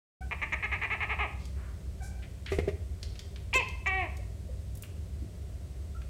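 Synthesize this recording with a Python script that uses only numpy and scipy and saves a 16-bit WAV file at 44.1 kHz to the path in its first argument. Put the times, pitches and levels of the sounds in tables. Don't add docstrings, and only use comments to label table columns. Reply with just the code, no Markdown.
import sys
import numpy as np
from scipy import signal
from scipy.fft import rfft, irfft
from scipy.io import wavfile

SR = 44100
rng = np.random.default_rng(int(sys.argv[2]) if len(sys.argv) > 2 else 0)


def int16_out(signal):
    q = np.round(np.clip(np.atleast_2d(signal).T, -1, 1) * 32767)
    wavfile.write(sys.argv[1], SR, q.astype(np.int16))


N = 268569

# t/s, length/s, crest position/0-1, crest pulse rate/Hz, level/dB, body send/dB, roughness/0-1
CHUCKS = [ (0.311, .03, 0.47, 238, -23, -5, 0.09), (0.417, 0.03, .53, 308.6, -21, -8.5, 0.13),
          (0.523, 0.025, 0.52, 321, -18.5, -10, 0), (0.626, 0.037, 0.58, 434.6, -22, -9.5, 0.11),
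          (0.717, 0.05, 0.29, 421.5, -23, -9, 0.19), (0.8153, 0.046, 0.45, 457.6, -22.5, -9.5, 0.18),
          (0.9016, 0.058, 0.5, 441.4, -23.5, -7, 0.13), (1.005, 0.05, 0.47, 433.8, -23.5, -6.5, 0.16),
          (1.093, .054, 0.49, 439.7, -24.5, -4, 0.13), (1.189, .073, 0.32, 423, -24.5, -1, 0.11)]
# t/s, hold/s, release/s, pulse rate/Hz, level/dB, time to the opening push/s, push/dB
BARKS = [(3.53, 0.051, .045, 512, -23, .028, 9.5), (3.8597, .112, .105, 379.5, -25, 0.015, 7.5)]
# t/s, ring gain/dB, attack/s, decay factor, tilt/dB per octave, scrape/dB, thud/dB
BUMPS = [(2.519, -31.5, 0.0013, 1.35, -4, -36.5, -31.5), (2.586, -19.5, 0.0021, 0.28, -7.5, -33, -25.5),
         (2.676, -11, 0.016, 0.39, -2.5, -31.5, -30), (3.555, -22.5, 0.0081, 0.32, 2, -54, -55)]
# f/Hz, level/dB, t60/s
PANEL_MODES = [(152, -8, 0.13), (389, 11, 0.077), (493, -13, 0.035), (622, 0.5, 0.086)]
# t/s, level/dB, f/Hz
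TICKS = [ (1.454, -46.5, 4500), (2.461, -36.5, 2210), (3.0294, -36.5, 3600), (3.155, -47, 2600),
         (3.192, -39, 3430), (3.36, -44, 2370), (3.5391, -26.5, 3380), (3.686, -45, 4700),
         (4.169, -48.5, 6000), (4.752, -47, 9200), (4.772, -47, 11000), (4.823, -40, 11000),
         (4.835, -45, 2200), (6.017, -50, 2020)]
# t/s, length/s, level/dB, f/Hz
SCUFFS = [(1.382, 0.16, -61, 4060), (1.551, 0.28, -58.5, 1380), (2.016, 0.13, -55, 6700),
          (2.22, .05, -52.5, 2220), (2.463, 0.076, -45, 2130), (2.495, 0.16, -56.5, 6900)]
# t/s, level/dB, f/Hz
KNOCKS_AND_CHIRP = [(4.185, -53.5, 550), (4.485, -47.5, 536), (5.22, -43.5, 278), (5.948, -50, 1376)]
# t/s, length/s, f/Hz, level/dB
SQUEAKS = [(0.205, 0.065, 765, -54), (2.0, 0.24, 776, -51.5)]
SQUEAK_HARMONICS = [7, 8, -2]
# f/Hz, level/dB
HUM_TONES = [(65, -48.5), (97, -49.5), (192, -65), (394, -70.5)]
# f/Hz, relative level/dB
RUMBLE_EQ = [(12, -75), (20, -19), (32, -38), (35, -1), (44, -17), (59, 5), (72, 6.5), (105, -12.5),
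             (118, -10), (182, -14.5), (216, -23), (277, -27), (300, -37), (390, -77), (660, -120)]
HISS_EQ = [(150, -21), (250, -8.5), (386, -4.5), (413, -6), (483, -10.5), (585, -8.5), (684, -10.5),
           (786, -20), (1690, -24), (2080, -22), (2300, -24), (8030, -27), (15800, -37)]
# f/Hz, t60/s
ROOM_DECAY = [(150, 0.14), (400, 0.37), (800, 0.6), (2200, 0.52), (5000, 0.54), (12000, 0.2)]
# delay/s, relative level/dB
ECHOES = [(.0017, -20), (.0042, -12), (0.01, -14), (0.0146, -12)]


def gecko_voice(t, rate_hz, level_db, mouth_hz, mouth_width_hz, throat_hz, body_db, rough, length):
    cycles = np.cumsum(rate_hz) / SR
    count = int(np.interp(length, t, cycles)) + 1
    jitter, shimmer = rng.standard_normal((2, count))
    pulse_at = np.interp(np.arange(count), cycles, np.arange(len(t)))
    index = pulse_at.astype(int)
    pulse_at = np.maximum(pulse_at + .2 * rough[index] * jitter * SR / rate_hz[index], 1)
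    strength = amp(level_db[index] + 7.5 * rough[index] * shimmer)
    pulses = strength @ np.sinc(np.arange(len(t)) - pulse_at[:, None])
    breath = rng.standard_normal(len(t)) * np.exp(-(cycles % 1) / .98) * (t < length)
    drive = pulses + amp(level_db - 24) * rough * breath
    mouth = resonate(drive, mouth_hz, mouth_width_hz, order=5)
    presence = amp(-30.5) * resonate(drive, 3980, width_hz=1250, order=3)
    throat = amp(-1.5) * resonate(drive * amp(body_db), throat_hz, width_hz=1000, order=4)
    chest = amp(-18) * resonate(drive * amp(body_db), 439, width_hz=296, order=3)
    notch_hz, notch_width_hz = 1470, 380
    b, a = signal.iirnotch(notch_hz, notch_hz / notch_width_hz, fs=SR)
    return signal.lfilter(b, a, mouth + presence + throat + chest)


def gecko_rattle(mouth_width_hz=1480):
    t, out = np.arange(4096) / SR, np.zeros(N)
    for start, length, crest, crest_hz, db, body_db, roughness in CHUCKS:
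        arc = np.interp(t / length, [0, crest, 1], [-1, 0, 1])
        rising = arc < 0
        bend = 1 - np.where(rising, .26, .38) * arc ** 2
        level_db = db - np.where(rising, 3, 9) * arc ** 2
        throat_hz = 1080 * np.where(rising, 1, bend)
        mouth_hz = 2293 + 18.5 * body_db
        rough = np.full(len(t), roughness)
        chuck = gecko_voice(t, crest_hz * bend, level_db, mouth_hz, mouth_width_hz,
                            throat_hz, body_db, rough, length)
        add(out, start, chuck)
    return out


def gecko_barks(scoop=.3, sag=.26, fade_db=15.5, push_width_s=.0155, quiver_hz=12.3, mouth_width_hz=1460):
    t, out = np.arange(SR // 3) / SR, np.zeros(N)
    for start, hold, release, hz, db, push_s, push_db in BARKS:
        length = hold + release
        onset = np.exp(-t / (.26 * push_s))
        effort_db = push_db * np.exp(-((t - push_s) / push_width_s) ** 2)
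        spent = np.clip((t - hold) / release, 0, 1) ** 2
        quiver = .0064 * np.cos(2 * np.pi * quiver_hz * (t - push_s))
        rate_hz = hz * (1 - scoop * onset + .0032 * effort_db + quiver - sag * spent)
        level_db = db + effort_db - fade_db * spent
        mouth_hz = 2240 * (hz / 400) ** .35
        throat_hz = np.interp(t, [0, length], [970, 667])
        body_db = np.interp(t, [0, length], [-9.5, 2.5])
        rough = .007 + .12 * onset + .24 * spent
        bark = gecko_voice(t, rate_hz, level_db, mouth_hz, mouth_width_hz,
                           throat_hz, body_db, rough, length)
        add(out, start, bark)
    return out


def bumps(thud_hz=82, thud_t60=.85):
    t, out = np.arange(SR // 2) / SR, np.zeros(N)
    pivot_hz = PANEL_MODES[1][0]
    for start, db, attack, decay, tilt_db, scrape_db, thud_db in BUMPS:
        ring = np.zeros(len(t))
        for hz, mode_db, t60 in PANEL_MODES:
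            struck_db = db + mode_db + tilt_db * np.log2(hz / pivot_hz)
            ring += amp(struck_db - 60 * t / (t60 * decay)) * np.sin(2 * np.pi * hz * t)
        grit = band(len(t), 2200, octaves=.23) + amp(-3) * band(len(t), 650, octaves=1.8)
        scrape = amp(scrape_db - 60 * t / (.1 * np.sqrt(decay))) * grit
        thud = amp(thud_db - 60 * t / thud_t60) * np.sin(2 * np.pi * thud_hz * t)
        add(out, start, (ring + scrape + thud) * np.minimum(t / attack, 1))
    return out


def ticks(attack_s=.00043, t60=.041):
    t, out = np.arange(4096) / SR, np.zeros(N)
    for start, db, hz in TICKS:
        envelope = amp(db - 60 * t / t60) * np.minimum(t / attack_s, 1)
        add(out, start, envelope * band(len(t), hz, octaves=.8))
    return out


def scuffs():
    out = np.zeros(N)
    for start, length, db, hz in SCUFFS:
        add(out, start, puff(length, db, hz, octaves=.56))
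    return out


def knocks_and_chirp(length_s=.046, width_hz=51):
    out = np.zeros(N)
    for start, db, hz in KNOCKS_AND_CHIRP:
        add(out, start, puff(length_s, db, hz, octaves=np.log2(1 + width_hz / hz)))
    return out


def squeaks(waver=.015, fade_db=20.5):
    out = np.zeros(N)
    for start, length, hz, db in SQUEAKS:
        t = np.arange(0, length, 1 / SR)
        cycles = np.cumsum(hz * (1 + waver * drift(SR, 90)[:len(t)])) / SR
        envelope = amp(db - fade_db * t / length) * signal.windows.tukey(len(t), .2)
        for k, harmonic_db in enumerate(SQUEAK_HARMONICS, 1):
            flutter = .7 + .6 * drift(SR, 30)[:len(t)]
            add(out, start, amp(harmonic_db) * envelope * flutter * np.sin(2 * np.pi * k * cycles))
    return out


def background(waver_hz=1.6, throb_db=2):
    hum = np.zeros(N)
    for hz, db in HUM_TONES:
        level = np.sqrt(2) * amp(db + throb_db * drift(N, .6))
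        cycles = np.cumsum(hz + waver_hz * drift(N, 7.2)) / SR
        hum += level * np.sin(2 * np.pi * cycles)
    rumble = amp(-39.5) * noise(N, lambda f: curve(RUMBLE_EQ, f))
    hiss = amp(-57) * noise(N, lambda f: curve(HISS_EQ, f))
    whine = amp(-76) * band(N, 8160, octaves=.042)
    return hum + rumble + hiss + whine


def room(x, wet_db, echo_db, build_s=.011, taps_per_s=3000):
    taps = rng.choice([-1., 1.], SR) * (rng.random(SR) < taps_per_s / SR)
    taps *= np.minimum(np.arange(SR) / SR / build_s, 1)
    hz, t, spectrum = signal.stft(taps, SR, nperseg=256)
    decay = amp(-60 * t / curve(ROOM_DECAY, hz)[:, None])
    tail = signal.istft(spectrum * decay, SR, nperseg=256)[1]
    response = amp(wet_db) * tail / np.linalg.norm(tail)
    for delay, db in ECHOES:
        response[round(delay * SR)] += amp(db + echo_db)
    return x + signal.fftconvolve(x, response)[:N]


def resonate(x, hz, width_hz, order):
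    carrier = np.exp(2j * np.pi * np.cumsum(hz * np.ones(len(x))) / SR)
    pole = np.exp(-np.pi * width_hz / SR)
    baseband = x / carrier
    for _ in range(order):
        baseband = signal.lfilter([1 - pole], [1, -pole], baseband + 1e-18)
    return (carrier * baseband).real * np.sqrt(2 * np.pi * (order - 1)) / (1 - pole)


def puff(length, db, hz, octaves):
    t = np.arange(SR // 2) / SR
    swell = np.sin(np.pi * np.minimum(t / length, 1) ** .5) ** 2
    return amp(db) * swell * band(len(t), hz, octaves)


def noise(size, db_at):
    hz = np.fft.rfftfreq(size, 1 / SR)
    x = irfft(rfft(rng.standard_normal(size)) * amp(db_at(hz)), size)
    return x / np.sqrt(np.mean(x ** 2) + 1e-20)


def band(size, hz, octaves):
    return noise(size, lambda f: -10 / np.log(10) * (np.log2((f + 1) / hz) / octaves) ** 2)


def drift(size, hz):
    return noise(size, lambda f: -20 * np.log10(1 + (f / hz) ** 2))


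def curve(points, hz):
    f, value = np.transpose(points)
    return np.interp(np.log(hz + 1), np.log(f + 1), value)


def amp(db):
    return 10 ** (np.asarray(db) / 20)


def add(mix, start, sound):
    part = mix[round(start * SR):][:len(sound)]
    part += sound[:len(part)]


def scene():
    calls = room(gecko_rattle() + gecko_barks() + squeaks(), wet_db=-10, echo_db=-3.5)
    small_noises = room(ticks() + scuffs() + knocks_and_chirp(), wet_db=-6.5, echo_db=-19)
    furniture = room(bumps(), wet_db=-11, echo_db=0)
    return (calls + small_noises + furniture + background())[None]


def record(dry, split_hz=900, ceiling=.085, knee=5, cut_in_s=.207, high_cut_hz=15900):
    bass = signal.sosfiltfilt(signal.butter(2, split_hz, fs=SR, output="sos"), dry)
    treble = dry - bass
    saturated = treble / (1 + abs(treble / ceiling) ** knee) ** (1 / knee)
    fade_in = np.clip((np.arange(N) / SR - cut_in_s) / .004, 0, 1)
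    high_cut = signal.firwin(511, high_cut_hz, window=("kaiser", 9), fs=SR)
    return signal.oaconvolve((bass + saturated) * fade_in, high_cut[None], "same")


dry = scene()
out = record(dry)
int16_out(out)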